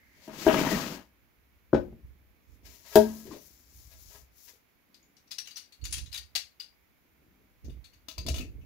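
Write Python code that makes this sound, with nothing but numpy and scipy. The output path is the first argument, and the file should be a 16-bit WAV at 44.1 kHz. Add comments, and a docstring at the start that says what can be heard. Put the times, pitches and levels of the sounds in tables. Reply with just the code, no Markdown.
"""A bottle is dragged rustling out of wood wool in a crate, knocks its wall and lands on a wooden table; a hand
stirs the wool, a winged metal corkscrew bangs the crate, then clacks as it is opened and fitted.
Knocks and clacks ring decaying modes plus scuff or chatter noise; skids excite single wooden resonances.
Wool and drag are random snaps and slips shaped in spectrum; bumps are low noise swells felt by the stand.
A short room tail, a brief airy hush and faint steady noise lie behind."""
import sys
import numpy as np
from scipy import signal
from scipy.fft import rfft, irfft, next_fast_len
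from scipy.io import wavfile
from scipy.ndimage import uniform_filter1d

SR = 44100
rng = np.random.default_rng(int(sys.argv[2]) if len(sys.argv) > 2 else 0)


def generate_wav(signal):
    """Clip the signal to [-1, 1] and save it as 16-bit WAV at the path in sys.argv[1]."""
    frames = np.transpose(np.atleast_2d(signal))
    scaled = np.clip(frames, -1, 1) * 32767
    pcm = np.round(scaled).astype(np.int16)
    wavfile.write(sys.argv[1], SR, pcm)


def volts_from_decibels(level):
    """Turn decibel levels (scalar or array-like) into linear amplitude factors."""
    exponent = np.asarray(level, float) / 20
    return 10 ** exponent


N = 381465
PADDED = next_fast_len(N)
HZ = np.maximum(np.arange(PADDED // 2 + 1) * SR / PADDED, 10)
GAIN_GRID = np.arange(0, N, 32)   # samples at which swells are computed
BOTTLE_OUT_S = 1.1

# sounds on the table, channel balance: [f/Hz, left-right/dB]
NEAR_BALANCE = [(60, 3), (180, 1.5), (550, 8), (1650, 12.5), (4970, 15.5), (15000, 15)]
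# bottle pulled out of the wool: [t/s, rustle/dB, drag on the boards/dB]
PULL = [(0.07, -80.5, -81), (0.27, -59, -62), (0.285, -63.5, -48), (0.39, -48, -45), (0.45, -41, -41),
        (0.49, -40.5, -23.5), (0.578, -38, -27), (0.806, -39.5, -34), (0.96, -51.5, -43),
        (1.02, -63.5, -53.5), (1.065, -77, -66.5), (1.2, -102, -100)]


def rms_one(x):
    """Scale to unit power."""
    return x / np.sqrt(np.mean(x ** 2) + 1e-20)


def in_time(rows):
    """Columns as sample-rate curves."""
    s, *columns = np.transpose(rows)
    return [np.interp(np.arange(N) / SR, s, c) for c in columns]


def at_hz(points):
    """Spectrum in dB at every bin, interpolated over log frequency."""
    hz, db = np.transpose(points)
    return np.interp(np.log(HZ), np.log(hz), db)


def sides(db):
    """Left and right gains for a level difference."""
    return volts_from_decibels(np.array([db / 2, -db / 2]))


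def shaped(x, gain):
    """Multiply every frequency bin by a gain."""
    return irfft(rfft(x, PADDED) * gain, PADDED)[..., :N]


def add(out, s, x):
    """Mix a sound in at a time."""
    i = round(s * SR)
    out[..., i:i + x.shape[-1]] += x[..., :N - i]


def grains(per_s, spread_db):
    """Two trains of tiny random snaps of very uneven size."""
    sizes = volts_from_decibels(spread_db * np.minimum(rng.exponential(1, (2, N)), 5))
    signs = rng.choice([-1, 1], (2, N))
    return sizes * signs * (rng.random((2, N)) < per_s / SR)


def coloured(pair, spectrum, balance, alike):
    """Two unrelated signals become mid and side, shaped per frequency; rms of the middle is 1."""
    mid, side = rfft(pair, PADDED) * volts_from_decibels(at_hz(spectrum))
    alike = np.clip(alike, 0, 1)
    both = np.sqrt(1 + alike) * mid + np.sqrt(1 - alike) * side * [[1], [-1]]
    out = irfft(both * sides(balance), PADDED)[:, :N]
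    return out / np.sqrt(np.mean(out.mean(axis=0) ** 2))


def ring(clicks, hz, t60):
    """Two-pole resonator: a unit click sets a sine of height 1 ringing."""
    r, w = volts_from_decibels(-60 / (t60 * SR)), 2 * np.pi * hz / SR
    return signal.lfilter([0, np.sin(w)], [1, -2 * r * np.cos(w), r * r], clicks + 1e-18)


def swells(s, db, t60, rise_db_per_s):
    """One gain curve per event: a climb to the peak, then a fade, both straight in dB."""
    late = GAIN_GRID / SR - s[:, None]
    return volts_from_decibels(db[:, None] + np.where(late < 0, rise_db_per_s * late, -60 * late / t60[:, None]))


def summed(gains):
    """Unrelated events add in power; back to the sample rate."""
    return np.interp(np.arange(N), GAIN_GRID, np.sqrt(np.sum(gains ** 2, axis=0)))


def knocks(events, modes, scuff_hz, top_hz, scuff_t60):
    """A soft contact rings the wood; a gripping hand shortens the ring; the surfaces scuff briefly."""
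    panel_top_hz = 280             # modes below belong to the large panel
    panel_loaded_ring = 0.68       # share of its ring left while the bottle rests on it
    panel_touch_s, panel_touch_db_per_s = 3.27, 297   # the hand meets the wall and stills the panel
    wall_hz, wall_held_db = (380, 470), -6        # muffled while the bottle leans on the wall
    floor_hz, floor_loaded_db = (280, 380), 4.5   # the loaded floor answers more strongly
    out, t = np.zeros(N), np.arange(SR) / SR
    blow = np.exp(-2 * np.pi * 900 * t)
    scuff_band = signal.butter(1, [500, scuff_hz], "band", fs=SR, output="sos")
    scuff_top = signal.butter(2, top_hz, fs=SR, output="sos")
    for s, db, free, panel_db, scuff_db in events:
        bottle_in = s < BOTTLE_OUT_S
        touched_for_s = np.maximum(s + t - panel_touch_s, 0) * (s < panel_touch_s)
        stilled = volts_from_decibels(-panel_touch_db_per_s * touched_for_s)
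        body = np.zeros(SR)
        for k, (hz, mode_db, t60) in enumerate(modes):
            panel = hz < panel_top_hz
            mode_db = mode_db + panel_db * panel
            if bottle_in:
                mode_db += wall_held_db * (wall_hz[0] < hz < wall_hz[1])
                mode_db += floor_loaded_db * (floor_hz[0] < hz < floor_hz[1])
            ring_t60 = t60 * free * (panel_loaded_ring if panel and bottle_in else 1)
            mode = volts_from_decibels(mode_db) * ring(blow, hz, ring_t60) * (-1) ** k
            body += mode * (stilled if panel else 1)
        scuff = signal.sosfilt(scuff_band, rng.standard_normal(SR))
        scuff = rms_one(signal.sosfilt(scuff_top, scuff))
        add(out, s, volts_from_decibels(db) * (body / np.abs(body).max() + scuff * volts_from_decibels(scuff_db - 60 * t / scuff_t60)))
    return out


def crate_knocks():
    """Blows on the crate wall ring its boards, with a bright short scuff."""
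    # [t/s, body peak/dB, share of free ring time, large panel/dB, scuff re body peak/dB]
    blows = [(0.277, -33, 1, 6, -23.5), (0.414, -40.5, 0.65, 4.5, -25.5), (0.466, -6, 0.51, -20, -35.5),
             (0.4783, -9, 0.74, -14, -34), (0.556, -19.5, 1, -0.5, -29), (0.716, -23.5, 0.97, -7, -16.5),
             (2.956, -1, 0.8, -4.5, -20), (2.97, -6.5, 0.6, -10.5, -33), (3.334, -40.5, 0.52, -8, -13),
             (4.151, -62.5, 0.64, 0.5, -24), (4.498, -69, 0.94, 2.5, -17)]
    # crate modes: [f/Hz, relative level/dB, t60/s]
    modes = [(65.4, -30.5, 0.14), (123.44, -23.5, 0.22), (219.4, -13, 0.67), (340, -9, 0.11),
             (422.4, -6, 0.17), (600, -17.5, 0.09), (635, -7, 0.14), (802.5, -14.5, 0.05), (855, -18, 0.11),
             (947, -12.5, 0.08), (975, -24, 0.097), (1305, -23, 0.02), (1602, -17, 0.095),
             (1600, -26, 0.025), (2170, -30.5, .06)]
    return knocks(blows, modes, scuff_hz=15000, top_hz=20000, scuff_t60=0.058)


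def table_landing():
    """The bottle lands and settles on the table: short low modes, with a dull scuff."""
    # [t/s, body peak/dB, share of free ring time, large panel/dB, scuff re body peak/dB]
    blows = [(1.7305, -6, 0.23, -4, -39.5), (1.744, -10, 0.84, 2, -25), (1.924, -41.5, 0.9, 14, -31)]
    # table modes: [f/Hz, relative level/dB, t60/s]
    modes = [(70, -20, 0.53), (129, -9, 0.24), (227.8, -3.5, 0.21), (280, -5.5, 0.2), (355.6, 0, 0.23),
             (439, 4.5, 0.042), (551, 2.5, 0.083), (635, -4.5, 0.11), (776, -3, 0.048), (845, -4.5, 0.049),
             (978, -12, .08), (1315, -12.5, 0.037), (1525, -16.5, 0.14)]
    return knocks(blows, modes, scuff_hz=760, top_hz=6500, scuff_t60=0.12)


def skids():
    """A hard edge skids along the boards: dense slips sing briefly through one wooden resonance."""
    # [start/s, length/s, level/dB, f/Hz]
    scrapes = [(0.176, 0.03, -66.5, 445), (0.176, 0.11, -70, 614), (0.487, 0.014, -40, 2700),
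               (0.496, 0.028, -30.5, 340), (0.562, 0.035, -38.5, 2250), (0.719, .06, -30, 217),
               (0.643, .04, -35.5, 950), (0.65, 0.112, -43.5, 1910), (0.75, 0.064, -43, 1080),
               (3.25, .13, -48, 340), (3.303, 0.03, -54.5, 1070), (3.328, 0.057, -54, 600),
               (3.908, 0.063, -71.5, 636), (4.131, 0.046, -70, 643), (4.135, 0.042, -71.5, 970),
               (4.489, 0.075, -71, 441)]
    ring_cycles, edge_s = 22, 0.0097   # t60 in cycles; fade at either end
    tail_db, tail_fade_db_per_s = -13, 600
    out, t = np.zeros(N), np.arange(SR // 4) / SR
    for s, length, db, hz in scrapes:
        pressure = np.clip(np.minimum(t, length - t) / edge_s, 0, 1)
        tail = volts_from_decibels(tail_db - tail_fade_db_per_s * np.maximum(t - length, 0)) * (t > edge_s)
        slips = rms_one(ring(rng.standard_normal(len(t)) ** 3, hz, ring_cycles / hz))
        add(out, s, volts_from_decibels(db) * np.maximum(pressure, tail) * slips)
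    return out


def corkscrew():
    """Each clack strikes the steel, one mode most, then the loose joint chatters to rest."""
    # joint blows: [t/s, level/dB, favoured mode f/Hz, its ring/dB, chatter above 8.5 kHz/dB]
    clacks = [(3.382, -54, 6030, -7, -8), (4.9424, -45, 5010, -22.5, -5), (5.027, -66, 6870, -6.5, -10.5),
              (5.1667, -50.5, 5920, -20.5, -9.5), (5.273, -56.5, 5880, -13, -12.5),
              (5.3084, -33.5, 5300, -15, -8), (5.3146, -27.5, 5010, -35, -5),
              (5.3831, -20, 5760, -21.5, -3), (5.455, -41.5, 4150, -12, -3), (5.4724, -33, 2875, -14, 0),
              (5.508, -37, 4760, -15, -1.5), (5.558, -42, 5800, -1, -9), (5.5671, -28.5, 4820, -24, -26.5),
              (5.578, -42.5, 3030, -15.5, -18), (5.638, -52.5, 4800, -10.5, -6),
              (5.722, -42.5, 4460, -20, -7), (5.8132, -50.5, 4430, -9, -5.5), (5.84, -32, 7080, -19, -19),
              (5.8511, -25, 4770, -29.5, -34), (5.908, -38, 9800, -11, -6), (5.9246, -20.5, 9980, -8, -23),
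              (5.927, -40.5, 9500, -2, -21), (5.939, -24.5, 3270, -15, -17), (5.968, -34.5, 9850, -7, -2),
              (5.9804, -27.5, 4350, -22, -7), (6.0595, -40, 4000, -15.5, -2),
              (6.116, -43, 4360, -12.5, -18), (6.1266, -28, 5000, -15.5, -18.5),
              (6.1428, -24.5, 3860, -8.5, -4), (6.1564, -34, 3850, -38, -15.5),
              (6.1738, -26, 4900, -39, -0.5), (6.3513, -16.5, 4750, -20, -9.5),
              (6.3579, -11.5, 4780, -30, 0), (6.5987, -30, 4850, -10.5, -2),
              (6.616, -43.5, 4850, -11.5, -7), (7.645, -47, 6620, -30, 1.5), (7.696, -55.5, 3680, -6, -3.5),
              (7.7, -59.5, 4700, -14, 0), (7.8422, -44, 4370, -10, -14), (7.844, -55.5, 2840, -19, -10),
              (7.9314, -54, 2875, -16.5, 3), (7.935, -59, 4580, -14, -3.5), (8.084, -24, 4020, -26, 3),
              (8.1123, -40.5, 4760, -19, 5), (8.18, -25.5, 4770, -19.5, 1.5), (8.264, -23, 4830, -40, 0),
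              (8.2837, -17.5, 4880, -35, -7), (8.3419, -25, 3720, -22, -11.5), (8.3813, -26, 4500, -34, 6),
              (8.407, -35, 2610, -5, -4), (8.36, -27, 3500, -22, -8), (8.613, -62.5, 2670, -1.5, -8.5)]
    # steel modes: [f/Hz, level/dB, t60/s]
    steel_modes = [(2790, -47.5, 0.06), (2920, -28, 0.0345), (3850, -61.5, 0.064), (4358, -54, .07),
                   (4700, -36, 0.054), (4850, -47.5, .1), (4850, -51, 0.049), (5700, -44, 0.08),
                   (7400, -42.5, .04), (6520, -29, 0.015), (9850, -34, 0.07), (9120, -40.5, .05),
                   (10700, -53.5, .1), (13950, -42.5, .08)]
    # full bottle under the frame: [f/Hz, level/dB, t60/s]
    bottle_modes = [(300, -31, 0.078), (653, -23.5, 0.046), (1027, -28, 0.041), (1300, -29.5, 0.037)]
    # chatter spectrum: [f/Hz, density/dB]
    rattle = [(300, -30), (700, -28), (1300, -23.5), (2250, -15.5), (3000, -13), (4600, -8.5), (7000, -7),
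              (9000, -9.5), (12000, -19.5), (16000, -21.5)]
    # steel, channel balance: [f/Hz, left-right/dB]
    steel_balance = [(60, -5.5), (180, -8.5), (550, 8), (1650, 10), (4970, 13.5), (9800, 2.5), (13000, 14)]
    # the harder the blow, the sooner the joint seats: t60 at -27 dB, factor per 10 dB weaker
    chatter_t60_s, chatter_per_10_db = 0.084, 1.25
    chatter_db, chatter_rise_s = -15.0, 0.0018
    detune = 0.008      # loose parts sit differently at each blow
    broad_db = -16      # broad swell round the favoured mode
    feed_share = 0.86   # share of the chatter time that feeds the favoured mode
    seated_s, gripped_s = 8.0, 8.15   # frame on the bottle neck; frame grips it
    neck_ring = (2690, -29, 0.07)     # gained on gripping: Hz, dB, t60 s
    grip_snap_db = -16                # only harder blows reach the plastic grips
    handle_hz, handle_db, handle_t60_s = 740, -28.5, 0.046   # dull mode of the grips

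    out, t = np.zeros((2, N)), np.arange(SR // 4) / SR
    noise = coloured(grains(8000, 3.2), rattle, 0 * HZ, 0.2)
    top = signal.sosfilt(signal.butter(4, 8500, "high", fs=SR, output="sos"), noise)
    for s, db, favoured_hz, ring_db, top_db in clacks:
        t60 = chatter_t60_s * chatter_per_10_db ** ((-27.0 - db) / 10)
        i = round(s * SR)
        part = t[:N - i]
        span = slice(i, i + len(part))
        chatter = (noise - top)[:, span] + volts_from_decibels(top_db) * top[:, span]
        chatter = chatter * volts_from_decibels(chatter_db - 60 * part / t60) * np.minimum(part / chatter_rise_s, 1)
        touches = 0.68 * (part == 0) + 0.5 * chatter   # the chatter keeps feeding the modes
        steel = 0
        for hz, mode_db, decay in steel_modes:
            chance, shift = rng.normal(0, 1, 2)   # every contact point wakes other modes
            steel = steel + volts_from_decibels(mode_db + 5 * chance) * ring(touches, hz * (1 + detune * shift), decay)
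        if s > seated_s:
            for hz, mode_db, decay in bottle_modes + [neck_ring] * (s > gripped_s):
                steel = steel + volts_from_decibels(mode_db + rng.uniform(-5, 11.6)) * ring(touches, hz, decay)
        if db > grip_snap_db:
            steel = steel + volts_from_decibels(handle_db) * ring(touches, handle_hz, handle_t60_s)
        feed = touches * volts_from_decibels(-60 * part / t60 * (1 / feed_share - 1))
        favoured = ring(feed, favoured_hz, 0.018)
        chatter = chatter + volts_from_decibels(broad_db) * ring(chatter, favoured_hz, 0.0013)
        add(out, s, volts_from_decibels(db) * (steel + volts_from_decibels(ring_db) * favoured + chatter))
    return shaped(out, sides(at_hz(steel_balance)))


def scraped(per_s, spread_db, woody):
    """Slips of a dragged thing, partly heard through the modes of the thin wall."""
    # thin board that a drag wakes: [f/Hz, level/dB, t60/s]
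    side_wall = [(416, -2, 1), (672.3, 0, 0.065), (962, -5, 0.19), (1075, 0, 0.038), (1310, -1.5, 0.064),
                 (1671, -1.5, 0.17), (1940, -4, 0.14)]
    slips = grains(per_s, spread_db)
    wall = sum(volts_from_decibels(db) * ring(slips, hz, t60) for hz, db, t60 in side_wall)
    return rms_one(slips) + woody * rms_one(wall)


def wool():
    """Shavings crackle densely; what is pulled through them drags on the boards."""
    # hand stirs the wool, then strands trail from the corkscrew: [t/s, crisp top/dB]
    stir = [(2.4, -88), (2.544, -73), (2.63, -91), (2.658, -60), (2.816, -63), (2.98, -48.5), (3.06, -54.5),
            (3.216, -55), (3.35, -65.5), (3.44, -59.5), (3.662, -67), (3.794, -59), (3.942, -62.5),
            (4.026, -58.5), (4.144, -56.5), (4.22, -63), (4.3, -87), (4.382, -61.5), (4.448, -59.5),
            (4.5, -57.5), (4.632, -86)]
    # hand or corkscrew brushes the wall through the wool: [t/s, drag/dB, rustle/dB, fade t60/s]
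    brushes = [(2.658, -66, -57, 0.78), (2.854, -61, -55, 1), (2.93, -50, -51, 1), (2.973, -47, -65, 0.66),
               (3.27, -66, -57.5, 0.5), (3.322, -62, -52.5, 0.22), (3.92, -70.5, -62.5, 0.34),
               (4.11, -65.5, -59.5, 0.44), (4.155, -58, -63, 0.24), (4.486, -66.5, -56, 0.24)]
    # rustle spectrum: [f/Hz, density/dB]
    rustle_spectrum = [(900, -38), (2000, -13.5), (3300, -16.5), (4500, -14), (6500, -16.5), (8500, -19),
                       (10000, -40)]
    # crisp top spectrum: [f/Hz, density/dB]
    crisp_spectrum = [(7000, -32.5), (9000, -6), (12000, -3), (16000, -5.5)]
    # strands with nothing pressing on them: [f/Hz, density/dB]
    loose_spectrum = [(2200, -20.5), (4000, -10.5), (5500, -5), (7500, -4), (9500, -20.5)]
    # drag spectrum: [f/Hz, density/dB]
    drag_spectrum = [(300, -39.5), (500, -7), (900, -9.5), (1400, -11), (2200, -16.5), (3000, -15.5),
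                     (4500, -38)]
    # left-right likeness: [f/Hz, likeness 0..1]
    likeness = [(60, 0.14), (180, 0.28), (550, 1), (1650, 0.1), (4970, 0.052), (15000, 0.01)]
    pull_crisp_db, stir_rustle_db = -8, -2   # crisp re pull rustle; loose rustle re stir crisp
    brush_rise_db_per_s = 899.5

    pull_db, pull_drag_db = in_time(PULL)
    stir_db, = in_time(stir)
    s, drag_db, rustle_db, t60 = np.transpose(brushes)
    rustle = volts_from_decibels(pull_db) + summed(swells(s, rustle_db, t60, brush_rise_db_per_s))
    crisp = volts_from_decibels(pull_db + pull_crisp_db) + volts_from_decibels(stir_db)
    drag = volts_from_decibels(pull_drag_db) + summed(swells(s, drag_db, t60, brush_rise_db_per_s))
    near, alike = at_hz(NEAR_BALANCE), at_hz(likeness)
    loose = volts_from_decibels(stir_db + stir_rustle_db) * coloured(grains(6000, 3.2), loose_spectrum, near, 0.06)
    # snaps come in bunches
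    clumps = volts_from_decibels(1.7 * rms_one(uniform_filter1d(rng.standard_normal(N), size=1300)))
    snaps = grains(12000, 1.9) * clumps
    # the heavy bottle damps the wall
    woody = np.where(np.arange(N) < BOTTLE_OUT_S * SR, 0.2, 0.9)
    slips = scraped(1500, 2.5, woody)
    return (loose + rustle * coloured(snaps, rustle_spectrum, near, alike)
            + crisp * coloured(snaps, crisp_spectrum, near, alike)
            + drag * coloured(slips, drag_spectrum, near, alike))


def bumps():
    """Weight shifts shake the stand near its own low pitch and set the boards murmuring."""
    # carried by table and stand: [t/s, thud/dB, boards/dB, thud left-right/dB, fade t60/s]
    jolts = [(0.56, -51.5, -53, -8, 0.71), (1.752, -35, -35.5, 5.5, 0.57), (2.04, -50, -86, -4, 0.95),
             (2.499, -56.5, -68, -16, 1.5), (2.621, -61, -62, -7.5, 0.82), (2.979, -43.5, -43.5, -3, 0.88),
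             (3.26, -69, -48.5, -8, 0.58), (3.33, -62, -46, -5, 0.15), (5.831, -52, -62, -32.5, 1.1),
             (5.975, -50.5, -59, -36.5, 0.42), (6.32, -76.5, -76, -15, 0.26), (7.651, -44, -50.5, -1, 0.35),
             (7.686, -35, -47, -9, 0.23), (7.77, -47, -61, -18, 0.27), (7.94, -64, -75, -5, 0.98),
             (8.188, -41.5, -53.5, -4, 4.7), (8.273, -31.5, -37.5, 2, 0.45),
             (8.407, -36.5, -40.5, -9, 0.31), (8.55, -50.5, -78, -12, 1)]
    # slow weight shifts between the bumps: [t/s, thud/dB, boards/dB]
    sway = [(0, -70, -79), (.25, -71, -70), (.5, -54, -80), (1.15, -72.5, -75.5), (1.65, -65.5, -81.5),
            (2.35, -71.5, -73.5), (3.63, -67, -74.5), (3.77, -61, -75.5), (4.08, -57, -76),
            (4.26, -63, -78.5), (4.4, -72.5, -83.5), (4.8, -92, -82), (4.9, -88.5, -73), (5.73, -82, -80.5),
            (6.5, -82, -91), (7.4, -71.5, -66.5), (7.6, -66.5, -81), (8.1, -67.5, -75.5)]
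    # thud spectrum: [f/Hz, density/dB]
    thud_spectrum = [(12, -42.5), (30, -22), (52, -5.5), (66, 0), (82, -10), (110, -14), (160, -22),
                     (260, -49.5), (440, -80.5)]
    # board murmur spectrum: [f/Hz, density/dB]
    boards_spectrum = [(90, -17), (150, -2.5), (280, -0.5), (450, -11.5), (700, -24), (1200, -54.5)]
    rise_db_per_s, pull_boards_db = 799, -2   # board murmur re pull drag
    s, thud_db, boards_db, pan_db, t60 = np.transpose(jolts)
    sway_db, murmur_db = in_time(sway)
    _, pull_drag_db = in_time(PULL)
    shakes = swells(s, thud_db, t60, rise_db_per_s)
    thud = np.array([np.hypot(volts_from_decibels(sway_db), summed(shakes * side[:, None])) for side in sides(pan_db)])
    boards = np.hypot(volts_from_decibels(murmur_db), summed(swells(s, boards_db, t60, rise_db_per_s)))
    boards = np.hypot(boards, volts_from_decibels(pull_drag_db + pull_boards_db))
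    return (thud * coloured(grains(400, 4.3), thud_spectrum, 0 * HZ, 0.33)
            + boards * coloured(grains(1200, 3.3), boards_spectrum, at_hz(NEAR_BALANCE), 0.84))


def room(x):
    """A dense decaying tail, unrelated in the two channels, starting after the first bounce."""
    t60_s, level_db, first_bounce_s = 0.22, -6, 0.004
    t = np.arange(SR // 2) / SR
    tail = rng.standard_normal((2, len(t))) * volts_from_decibels(-60 * t / t60_s) * (t > first_bounce_s)
    band = signal.butter(1, [450, 12000], "band", fs=SR, output="sos")   # a thin tail with little bass
    tail = signal.sosfilt(band, tail)
    tail = tail / np.sqrt(np.sum(tail ** 2) / 2)
    return volts_from_decibels(level_db) * signal.fftconvolve(x, tail, axes=1)[:, :N]


def hush():
    """A faint airy noise band dies away as the bottle starts to move."""
    # [f/Hz, density/dB]
    hush_band = [(1100, -30.5), (1600, -5.5), (2100, 4.5), (2600, -13), (3600, -34)]
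    start_db, hold_s, fade_db_per_s = -68.5, 0.23, 149
    level_db = start_db - fade_db_per_s * np.maximum(np.arange(N) / SR - hold_s, 0)
    return volts_from_decibels(level_db) * coloured(rng.standard_normal((2, N)), hush_band, -4 + 0 * HZ, 0.1)


def quiet_air():
    """Steady shaped noise, nearly unrelated in the two channels."""
    # [f/Hz, density/dB]
    air_spectrum = [(20, -23.5), (60, -4), (130, -13.5), (280, -12.5), (450, -15.5), (1200, -19.5),
                    (1800, -19.5), (2250, -15.5), (2800, -23), (5000, -29), (8000, -32.5), (11000, -27.5),
                    (14000, -25.5), (16000, -27)]
    # [f/Hz, left-right/dB]
    air_balance = [(60, -0.5), (180, -6.5), (550, 0.5), (1650, -7.5), (4970, -2.5), (15000, 0)]
    level_db = -70.5
    return volts_from_decibels(level_db) * coloured(rng.standard_normal((2, N)), air_spectrum, at_hz(air_balance), 0.1)


def scene():
    """Wood is heard left of centre, more so in the treble; only struck and skidding things feed the room."""
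    wood = crate_knocks() + table_landing() + skids()
    struck = shaped(wood, sides(at_hz(NEAR_BALANCE))) + corkscrew()
    return struck + room(struck) + wool() + bumps() + hush() + quiet_air()


def low_pass(x):
    """Removes everything above the highest recorded frequency."""
    return signal.sosfilt(signal.butter(12, 16440, fs=SR, output="sos"), x)


def record(dry):
    """The microphone dips near 8.6 kHz and falls off above 15.6 kHz; tanh rounds off the loudest peaks."""
    # microphone response: [f/Hz, gain/dB]
    response = [(6800, -0.5), (8600, -9.5), (10500, -1.5), (15600, 2.5), (16200, -31)]
    heard = shaped(dry, volts_from_decibels(at_hz(response)))
    mix = 1.086 * np.tanh(heard / 1.105)
    return low_pass(mix)


dry = scene()
out = record(dry)
generate_wav(out)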